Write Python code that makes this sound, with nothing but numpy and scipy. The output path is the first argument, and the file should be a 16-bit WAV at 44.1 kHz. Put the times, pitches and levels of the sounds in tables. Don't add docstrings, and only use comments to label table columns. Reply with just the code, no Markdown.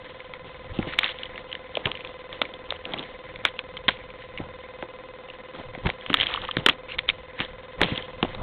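import sys
import numpy as np
from scipy import signal
from scipy.fft import rfft, irfft
from scipy.io import wavfile
from scipy.ndimage import uniform_filter1d

SR = 44100
rng = np.random.default_rng(int(sys.argv[2]) if len(sys.argv) > 2 else 0)


def transcribe(signal):
    frames = np.atleast_2d(signal).T
    limited = np.clip(frames, -1, 1)
    pcm = np.round(limited * 32767).astype(np.int16)
    wavfile.write(sys.argv[1], SR, pcm)


def ratio(d):
    e = np.asarray(d, float) / 20
    return 10 ** e


N = 371322

# peak t/s, peak level/dB, ring f/Hz, second ring f/Hz, knock relative level/dB
BLOWS = [(0.989, -1, 2275, 3210.0, -6), (1.8578, -11.5, 2030.0, 3190.0, -10.0),
         (1.917, -13.5, 2790, 3630.0, -8), (2.4177, -4.5, 3596, 2100, -0.5),
         (2.7241, -19, 3170.0, 2590.0, 7.5), (3.4529, -1, 3505, 2260, -1),
         (3.8827, -5.0, 3590.0, 2070.0, -3.0), (3.8894, -3.5, 1880, 3250.0, 0.5),
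         (3.8959, -15, 3410.0, 2760.0, -2.0), (5.8604, -18.0, 1910.0, 3170.0, 3.0),
         (5.871, -14, 1870.0, 2470.0, -3), (5.9015, -11, 2400, 2940.0, -17.0),
         (6.102, -13, 2900.0, 3560.0, 7), (6.1311, -13.5, 2120.0, 3140.0, -6.0),
         (6.1422, -1.5, 3570, 1810.0, -4.5), (6.2182, -13, 3120.0, 1820.0, -14),
         (6.2313, -12.5, 3490.0, 2410.0, -4.5), (6.3406, -11, 3120, 3790.0, -14.0),
         (6.3732, -22.5, 2190.0, 3230.0, 5.0), (6.4879, -24, 2150.0, 3180.0, 8.0),
         (6.5689, -11.0, 1840, 3270.0, -2), (6.663, 0.5, 3470, 1680.0, -2), (6.6878, -1, 2067, 3100, 1),
         (6.986, -16, 3105, 1940.0, -10.0), (7.4032, -10.5, 3277, 2730.0, -4.0),
         (7.4089, -14.5, 2777, 1850.0, -9.0), (7.808, -21, 2820.0, 3460.0, 6),
         (7.8162, -3.5, 1960, 3400, -0.5), (7.8335, -5.5, 3340.0, 2050.0, -8),
         (8.2292, -7, 2839, 2100.0, -2)]
# peak t/s, peak level/dB, ring f/Hz, second ring f/Hz,
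# second ring relative level/dB
PLUCKS = [(1.0334, -10.5, 2130, 3180, -11), (1.0435, -9.5, 2740, 3610, 1.5), (1.0615, -16, 2130, 3180, 3),
          (1.2344, -17.5, 2990, 3810, -8), (1.5287, -17, 3000, 2000, -18), (1.5531, -18, 1850, 3045, 0.5),
          (1.754, -16.5, 3190, 2380, -12), (1.8601, -14, 3150, 2530, -3.5), (2.7066, -13, 3670, 3010, -2),
          (2.9946, -19.5, 3620, 3040, -5.5), (3.3602, -22, 2200, 3500, -4),
          (3.9076, -22, 2350, 3600, -12.5), (4.3764, -22, 2840, 2300, -2), (6.1708, -15.5, 3180, 2210, -6),
          (6.2018, -10, 3130, 2030, -10), (6.2117, -7.0, 3150, 2610, -14), (6.2274, -15.5, 3110, 2520, -7),
          (6.238, -14, 3210, 2420, -2), (6.2692, -10, 3200, 2210, -8.5), (6.361, -17.5, 3020, 1910, -16),
          (6.4186, -22, 3050, 3770, -6), (6.4517, -22, 3050, 2020, -8.5), (6.5129, -15, 3120, 3750, -5.5),
          (6.6965, -4.0, 3052, 2380, -11), (6.991, -7, 2220, 3530, 0), (7.0902, -5, 3470, 2270, -5.5),
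          (7.1003, -8.5, 2360, 3730, -5), (7.1056, -22.5, 2300, 3850, -12), (7.9597, -22, 2870, 3650, -1.5),
          (7.9779, -14.5, 3350, 2020, -7.5)]
# peak t/s, peak level/dB, ring f/Hz
GRAZES = [(0.338, -22, 2190), (0.7893, -22.5, 2720), (0.828, -20.5, 2180), (1.0485, -18.5, 3340),
          (1.3793, -21.5, 2140), (1.7714, -14, 2450), (1.871, -19, 2480), (2.0496, -23, 2554),
          (2.329, -23.5, 3340), (2.4225, -22, 2870), (2.7104, -28.5, 3200), (2.937, -16, 3275),
          (3.465, -19.5, 2460), (3.5916, -15.5, 2510), (3.7698, -21, 3220), (4.826, -20.5, 2150),
          (5.7509, -23.5, 2100), (5.8916, -20, 2010), (6.0634, -19.5, 3060), (6.099, -20, 2950),
          (6.5853, -24, 3490), (6.701, -21, 2300), (7.393, -19, 2210), (7.843, -21.5, 3000),
          (7.845, -20, 3050), (7.935, -30, 2170), (8.3487, -24, 3800), (4.104, -29.5, 2390)]
# peak t/s, peak level/dB, ring f/Hz
SLIPS = [(.859, -36, 2730), (.9025, -30, 2300), (0.9915, -6.5, 3600), (1.0244, -29, 3200),
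         (1.0735, -27, 3210), (1.0805, -22, 3430), (1.1005, -26, 3180), (1.1092, -29, 3320),
         (1.115, -27.5, 3400), (1.8568, -14.5, 3220), (1.9736, -27.5, 2300), (2.008, -26, 2550),
         (2.074, -28, 3300), (2.4212, -16, 3570), (2.735, -33, 2790), (2.8546, -18, 2650),
         (3.972, -33.5, 2250), (.9925, -18, 2300), (6.6648, -4.5, 3030), (6.698, -6, 2900),
         (6.6948, -15, 3200), (6.6912, -13, 2900), (6.7, -15, 3000), (7.8355, -10, 3350),
         (6.7275, -30, 2400), (5.288, -33, 2800), (6.295, -28, 2500), (2.9417, -22, 2300),
         (2.979, -27, 2800), (3.038, -30, 3170), (3.886, -15, 2800), (3.8875, -6.5, 3570),
         (5.55, -35, 3310), (5.561, -37, 3300), (5.598, -36, 3200), (5.786, -33, 2320),
         (5.869, -17.5, 2290), (5.894, -29.5, 3200), (6.11, -26, 2940), (6.18, -30, 3120),
         (6.195, -22, 3190), (6.2625, -23, 3250), (6.288, -25, 3200), (6.312, -25.5, 3440),
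         (6.4833, -24, 3300), (6.527, -35, 3000), (6.5415, -35, 3300), (6.989, -17, 3000),
         (7.0955, -24, 3300), (7.108, -27, 2300), (7.829, -20, 3000), (7.8527, -25, 2900),
         (7.861, -23, 3200), (7.885, -31, 3300), (7.8935, -35, 2950), (7.9055, -26.5, 3200),
         (8.249, -26, 3000), (8.291, -37, 3300)]
# peak t/s, peak level/dB, ring f/Hz
SNAGS = [(.205, -28, 2170), (0.9272, -29, 2430), (0.9377, -29, 2580), (1.093, -23, 2870),
         (1.188, -25, 3390), (1.2564, -27, 3120), (1.3596, -29.5, 2800), (1.517, -28, 2930),
         (1.954, -23.5, 2900), (2.454, -23.5, 2200), (2.539, -27.5, 3380), (2.987, -23.5, 3400),
         (3.0285, -26.5, 3150), (3.487, -25, 3410), (3.7754, -25, 3160), (4.3858, -24.5, 2290),
         (5.302, -28.5, 2750), (6.4409, -31.5, 2980), (6.5156, -31, 3060), (6.9063, -29, 2270),
         (6.921, -23, 2750), (6.946, -30, 2240), (7.4138, -24, 2850), (7.419, -22.5, 2790),
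         (7.4493, -25, 3340), (7.915, -25, 2200), (7.9204, -28, 2500), (8.025, -26.5, 3180),
         (2.922, -30, 3300), (6.012, -32, 3280)]
# t/s, peak level/dB, pitch f/Hz
TAPS = [(1.771, -16, 620), (2.415, -19, 573), (2.722, -24.5, 608), (4.8256, -17.5, 635), (5.752, -26, 680),
        (5.778, -32.5, 260), (6.6636, -13, 1307), (6.6615, -17, 600), (6.672, -28.5, 798),
        (6.6851, -14, 1300), (6.691, -19.5, 1105), (7.807, -19.5, 767), (7.8165, -17, 850),
        (3.8835, -21, 1310), (3.89, -13, 1211), (3.897, -21, 1100), (2.333, -32.5, 550), (.936, -26, 1400),
        (1.0345, -20, 1200), (2.94, -29, 620), (8.2285, -14, 740), (8.25, -23.5, 790), (8.347, -24.5, 610),
        (.829, -23.5, 1100), (1.039, -25.5, 1250), (2.43, -27, 1310), (2.965, -29, 1110),
        (5.551, -33, 1200), (5.599, -37, 900), (5.892, -22, 600), (6.143, -16.5, 1260), (6.302, -28, 1135),
        (6.318, -33, 1100), (6.328, -32, 1135), (6.3468, -19.5, 1150), (6.375, -20.5, 1100),
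        (6.434, -30, 950), (6.489, -20, 1150), (6.67, -23, 1200), (7.885, -25.5, 800), (3.457, -20, 1240)]
# peak t/s, peak level/dB, pitch f/Hz, time to fall 60 dB t/s
THUDS = [(0.791, -14.5, 228, 0.0062), (.81, -29, 90, .015), (0.872, -23, 330, 0.0075),
         (.88, -29.5, 162, 0.016), (1.7783, -31.5, 312, 0.0059), (1.8614, -24.5, 121, 0.0177),
         (2.417, -28, 274, 0.028), (2.9977, -37.5, 268, 0.044), (2.94, -37, 270, 0.037),
         (.722, -34, 60, .02), (3.454, -31.5, 345, 0.0049), (3.8834, -21.5, 260, 0.0093),
         (5.6, -35.5, 200, .008), (5.69, -39.5, 90.5, 0.017), (4.4024, -23, 225, 0.0038),
         (4.83, -28, 364, 0.015), (5.854, -27.5, 265, 0.01), (5.8642, -20.5, 130, 0.02),
         (6.1038, -20.5, 233.7, 0.012), (6.115, -32.5, 227, 0.012), (6.131, -32, 274.3, 0.094),
         (6.144, -41.5, 304, 0.038), (6.57, -16, 233, 0.0027), (6.5864, -25, 136.2, 0.016),
         (6.665, -14, 361, 0.006), (6.6881, -23.5, 283, 0.028), (7.3977, -31, 160, 0.0043),
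         (7.407, -24.5, 170, 0.004), (7.8166, -13.5, 351.2, 0.013), (7.8272, -27, 185, 0.037),
         (7.8439, -23, 210, 0.0035), (7.855, -26.5, 141, 0.046), (7.921, -23, 226, 0.011),
         (7.927, -23, 120, 0.014), (7.981, -28.5, 274, 0.01), (8.2307, -11.5, 313, 0.0041),
         (8.249, -22, 270, 0.0052)]
# start t/s, end t/s, level/dB, centre f/Hz
DRAGS = [(0.921, 0.95, -35.5, 2360), (1.043, 1.131, -38, 3350), (1.08, 1.101, -37, 1810),
         (2.854, 3.041, -41, 338), (2.899, 3.02, -45.5, 150), (3.897, 3.933, -42.5, 2400),
         (7.834, 7.848, -31, 3300), (6.7, 6.742, -42, 2600), (6.7, 6.719, -40, 900),
         (7.077, 7.105, -33, 2900), (0.974, 1.0, -39, 2810), (1.002, 1.075, -39, 1200),
         (1.003, 1.032, -39, 3100), (1.046, 1.07, -35, 2200), (3.899, 3.957, -44, 3200),
         (6.275, 6.375, -38.5, 2800), (.868, 0.921, -43.5, 2900), (6.142, 6.149, -21.5, 3200),
         (3.455, 3.488, -35.5, 2000), (5.531, 5.619, -65, 1490), (5.538, 5.624, -43.5, 340),
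         (5.547, 5.643, -52, 3400), (6.283, 6.369, -38.5, 1130), (6.416, 6.457, -37, 870),
         (6.883, 6.954, -39, 2500), (7.826, 7.917, -36.5, 2900)]
# peak t/s, rustle level/dB, camera jolt level/dB, fade t/s
SHOVES = [(.06, -51, -64, 0.15), (.36, -59.5, -60, 0.16), (.47, -50.5, -59, .04), (.55, -72, -59, 0.063),
          (.72, -56.5, -44.5, 0.15), (0.819, -50.5, -48, 0.078), (.89, -49, -49, 0.24),
          (1.045, -34.5, -50, 0.028), (1.2, -48.5, -71, 0.076), (1.39, -51, -53, 0.071),
          (1.8, -53, -52, 0.26), (1.868, -43, -28, 0.02), (2.06, -49, -50, 0.045),
          (2.33, -49.5, -54.5, 0.049), (2.71, -50.5, -44.5, 0.056), (3.0, -53, -55.5, 0.25),
          (3.459, -41, -53, 0.025), (3.9, -51, -62, 0.066), (4.22, -48, -74, 0.031), (4.41, -55, -40, .04),
          (5.4, -57, -51, 0.028), (5.66, -73, -49, 0.1), (5.862, -42, -31, 0.03), (6.09, -49, -52, 0.13),
          (6.22, -42.5, -44.5, 0.18), (6.59, -45, -42, 0.034), (6.69, -53, -38, 0.015),
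          (6.97, -74, -45.5, 0.05), (7.09, -62, -46, 0.045), (7.411, -39, -43.5, 0.046),
          (7.822, -37, -27, 0.036), (7.93, -43, -45.5, 0.12), (8.245, -48, -50, 0.13),
          (8.42, -51, -35, 0.073)]
# f/Hz, width f/Hz, level/dB
RUSTLE = [
    (2040, 690, 2),
    (2900, 920, 1),
    (3400, 1400, -8.5),
]
# f/Hz, level per Hz/dB
FOLDS = [(120, 1), (300, 7.5), (700, 5.5), (1300, 2), (2000, -22)]
# time before read-out t/ms, length t/ms, depth [relative]
WAKE = [(1.8, 0.39, 0.51), (2.2, 0.34, 0.77), (2.5, 0.59, 0.46), (0.82, 0.18, 1.4)]
# f/Hz, level per Hz/dB
HISS = [(15, -38.5), (25, -0.5), (314, -11.5), (508, -9.5), (605, -9), (1020, -30.5), (1190, -12),
        (2010, -12.5), (2240, -23), (3620, -29.5), (4600, -69), (5980, -83), (10100, -120)]

BLOW_T60_S, BLOW_FADE_PER_DB = 0.012, 0.21
PLUCK_T60_S, GRAZE_T60_S, SLIP_T60_S, SNAG_T60_S = 0.013, 0.013, 0.0085, 0.019
PLUCK_KNOCK_DB, GRAZE_KNOCK_DB, SLIP_KNOCK_DB, SNAG_KNOCK_DB = -11.5, -3, -23.5, -32.5
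BLOW_SECOND_DB, GRAZE_SECOND_DB, SLIP_SECOND_DB, SNAG_SECOND_DB = -4.5, -5, -7.5, -13
RING_WIDTH_HZ, LAG_S_PER_KHZ, GRIT_DB = 520, .0004, -8
EDGE_HZ, EDGE_DB = 4200, -8
STRAIN_DB, STRAIN_S = -9.5, 0.0049
LOW_MODE_HZ, HIGH_MODE_HZ = 2150, 3350
CASING_HZ, CASING_WIDTH_HZ = 1254, 3300
SHOVE_RISE = 0.43
STILL_RUSTLE_DB, STILL_RUMBLE_DB = -59.5, -56
FOLDS_JOLT_SHARE, FOLDS_DB = 0.71, -4.5
FRAME_HZ, LINE_HZ, LINES_READ, READ_START_S = 20.0319, 511.8, 14, -.0033
DIP_SHARE, BUZZ_DB, COUPLING_HZ = 0.351, -35, 260
HISS_DB = -53
CLIP = .725


def shaped(points, x):
    hz, db = np.transpose(points)
    f = np.maximum(np.arange(N // 2 + 1) * SR / N, 1)
    gain = ratio(np.interp(np.log(f), np.log(hz), db, left=-70, right=-70))
    y = irfft(rfft(x) * gain, N)
    return y / np.std(y)


def walk(rate):
    k = int(SR / rate)
    held = np.repeat(rng.standard_normal(N // k + 1), k)
    return 1.66 * uniform_filter1d(uniform_filter1d(held, k), k)[:N]


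def ring(x, hz, width_hz):
    size = x.shape[1]
    f = np.maximum(np.arange(size // 2 + 1) * SR / size, 1)
    y = irfft(rfft(x) / (1 + 1j * (f - hz ** 2 / f) / width_hz), size)
    return y / np.max(np.abs(y), axis=1, keepdims=True)


def burst(t60, rise_s, size):
    t = np.arange(size) / SR
    fall = 1000. ** (-t / np.maximum(t60, 1e-3))
    return rng.standard_normal((len(t60), size)) * (1 - np.exp(-t / rise_s)) * fall


def place(times, sounds):
    size = sounds.shape[1]
    out = np.zeros(N + 2 * size)
    for s, row in zip(times, sounds):
        start = size + int(s * SR) - np.argmax(np.abs(row))
        out[start:start + size] += row
    return out[size:size + N]


def columns(table):
    return (c[:, None] for c in np.transpose(table))


def crackle(size, share):
    strength = ratio(1.2 * rng.exponential(size=size))
    return (rng.random(size) < share) * strength * rng.standard_normal(size)


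def contacts():
    rows = []
    for s, db, hz, other_hz, knock_db in BLOWS:
        t60 = BLOW_T60_S * np.exp(BLOW_FADE_PER_DB * db)
        rows.append((s, db, hz, other_hz, BLOW_SECOND_DB, knock_db, t60))
    rows += [(*row, PLUCK_KNOCK_DB, PLUCK_T60_S) for row in PLUCKS]
    light = ((GRAZES, GRAZE_SECOND_DB, GRAZE_KNOCK_DB, GRAZE_T60_S),
             (SLIPS, SLIP_SECOND_DB, SLIP_KNOCK_DB, SLIP_T60_S),
             (SNAGS, SNAG_SECOND_DB, SNAG_KNOCK_DB, SNAG_T60_S))
    for table, second_db, knock_db, t60 in light:
        for s, db, hz in table:
            far_hz = LOW_MODE_HZ if hz > (LOW_MODE_HZ + HIGH_MODE_HZ) / 2 else HIGH_MODE_HZ
            rows.append((s, db, hz, far_hz, second_db, knock_db, t60))
    return rows


def claws():
    s, db, hz, other_hz, other_db, knock_db, t60 = columns(contacts())
    size = 4096
    t = np.arange(size) / SR
    width_hz = RING_WIDTH_HZ * np.clip((0.01 / t60) ** 0.5, .5, 2)

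    def click(f):
        return np.exp(-((t - .002 - LAG_S_PER_KHZ * (3600 - f) / 1000) / 6e-5) ** 2)

    def mode(f):
        return ring(ring(click(f), f, width_hz), f, 1.6 * width_hz)

    middle_hz = (hz + other_hz) / 2
    grit = ring(ring(burst(t60, 0.0013, size), middle_hz, 1800.0), middle_hz, 3000.0)
    tick = mode(hz) - ratio(other_db) * mode(other_hz) + ratio(GRIT_DB) * np.roll(grit, 70, axis=1)
    rattle = ring(burst(2.5 * t60, 0.0012, size), CASING_HZ, CASING_WIDTH_HZ)
    knock = ring(click(CASING_HZ + 0 * hz), CASING_HZ, 470.0) + 0.8 * np.roll(rattle, 70, axis=1)
    scatter = ring(burst(0.11 + 0 * t60, 0.0006, size), 3300.0, 1700.0)
    strain = ring(burst(STRAIN_S + 0 * t60, 0.0004, size), hz, 1800.0)[:, ::-1]
    strain = np.roll(strain, 88, axis=1)
    strain_db = STRAIN_DB - 0.8 * np.maximum(knock_db + 13, 0)
    edge = ring(click(3600 + 0 * hz), EDGE_HZ, 1100.0)
    strike = tick + ratio(strain_db) * strain + ratio(EDGE_DB) * edge
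    strike = strike + ratio(knock_db - 3.0) * knock + ratio(-20.5) * scatter
    strike = np.roll(strike, 600, axis=1)
    peak = np.max(np.abs(narrow(strike)), axis=1, keepdims=True)
    return place(s[:, 0], ratio(db) * strike / peak)


def taps():
    s, db, hz = columns(TAPS)
    click = np.exp(-((np.arange(4096) / SR - .0015) / 1e-4) ** 2) + 0 * hz
    clean = ring(ring(click, hz, .45 * hz), hz, 870.0)
    rough = ring(ring(burst(0.014 + 0 * hz, 0.0019, size=4096), hz, 0.29 * hz), hz, 870.0)
    return place(s[:, 0] + 0.0013, ratio(db - 1.0) * (clean + 0.6 * rough))


def paws():
    s, db, hz, t60 = columns(THUDS)
    t = np.arange(8192) / SR
    push = -np.sin(np.pi * np.clip(t * hz * 2.5, 0, 1))
    body = ring(push, hz, 1.4 / np.maximum(t60, .005))
    wobble = ring(ring(burst(8.4 * t60, 0.0038, size=8192), hz, 2.8 * hz), hz, 1.4 * hz)
    return place(s[:, 0], ratio(db) * (body + 0.5 * wobble))


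def drags():
    size = 16384
    t = np.arange(size) / SR
    out = np.zeros(N + size)
    for start, end, db, hz in DRAGS:
        contact = np.clip(np.minimum(t, end - start - t) / 0.0076, 0, 1)
        row = ring((contact * crackle(size, .12))[None], hz, min(1.4 * hz, 1400.))[0]
        rms = np.sqrt(np.sum(row ** 2) / ((end - start) * SR))
        first = int(start * SR)
        out[first:first + size] += ratio(db) * row / rms
    return out[:N]


def motion():
    s, rustle_db, jolt_db, fade = columns(SHOVES)
    t = np.arange(0, N, 64) / SR - s
    swell = np.exp(-np.abs(t) / (fade * np.where(t < 0, SHOVE_RISE, 1)))

    def total(db, still_db):
        power = ratio(still_db) ** 2 + np.sum((ratio(db) * swell) ** 2, axis=0)
        return np.repeat(10 * np.log10(power), 64)[:N]

    rustle = total(rustle_db, STILL_RUSTLE_DB)
    rumble = total(jolt_db, STILL_RUMBLE_DB)
    return rustle, FOLDS_DB + FOLDS_JOLT_SHARE * (rumble - rustle), rumble


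def bedding():
    rustle_db, body_db, rumble_db = motion()
    grains = crackle(N, .15)[None]
    rustle = np.zeros(N)
    for hz, width_hz, db in RUSTLE:
        fibres = ring(ring(grains, hz, width_hz), hz, 2 * width_hz)[0]
        rustle += ratio(db + 2.9 * walk(70)) * fibres
    rustle = rustle / np.std(rustle)
    folds = ratio(body_db + 1.6 * walk(40)) * shaped(FOLDS, rng.standard_normal(N))
    rumble_colour = [(12, -4.0), (40, -5.5), (110, -7.0), (220, -14.5)]
    rumble = ratio(3.1 * walk(12) + 1.2 * walk(4)) * shaped(rumble_colour, rng.standard_normal(N))
    return ratio(rustle_db + 6.0) * (rustle + folds) + ratio(rumble_db - 1.5) * rumble


def dip(t, length, edge=6e-5):
    return np.clip(np.minimum(t, length - t) / edge + .5, 0, 1)


def sensor():
    lead = .01
    frames = (np.arange(N) / SR - READ_START_S + lead) * FRAME_HZ
    t = frames % 1 / FRAME_HZ - lead
    early = lead / 100
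    reading = (t > -early) & (t < LINES_READ / LINE_HZ - early)
    line = (t + early) % (1 / LINE_HZ) - early
    supply = reading * (DIP_SHARE - dip(line, DIP_SHARE / LINE_HZ))
    slip = 4e-5 * rng.standard_normal(int(frames[-1]) + 1)[frames.astype(int)]
    wake_s = WAKE[1][0] / 1000
    supply = supply + 0.62 * dip(t + wake_s, wake_s)
    for ms, length_ms, depth in WAKE:
        supply = supply - depth * dip(t + slip + ms / 1000, length_ms / 1000)
    capacitor = signal.butter(1, COUPLING_HZ, "high", fs=SR, output="sos")
    return ratio(BUZZ_DB + .5 * walk(3.2)) * signal.sosfilt(capacitor, supply)


def hiss():
    return ratio(HISS_DB + 0.45 * walk(19)) * shaped(HISS, rng.standard_normal(N))


def narrow(x):
    edge_hz = [0, 3650, 4000, 4380, 4560, 4800, 7000, SR / 2]
    edge_db = [1.0, -0.5, -6.0, -18.0, -47, -48.0, -79.5, -130]
    taps = signal.firwin2(769, edge_hz, ratio(edge_db), fs=SR, window=("kaiser", 10.5))
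    return signal.fftconvolve(x, taps[None], mode="same", axes=1)


def scene():
    return (claws() + taps() + paws() + drags() + bedding() + sensor() + hiss())[None]


def low_pass(x):
    return signal.sosfilt(signal.butter(12, 16560, fs=SR, output="sos"), x)


def record(dry):
    mix = np.clip(narrow(dry), -CLIP, CLIP)
    return low_pass(mix)


dry = scene()
out = record(dry)
transcribe(out)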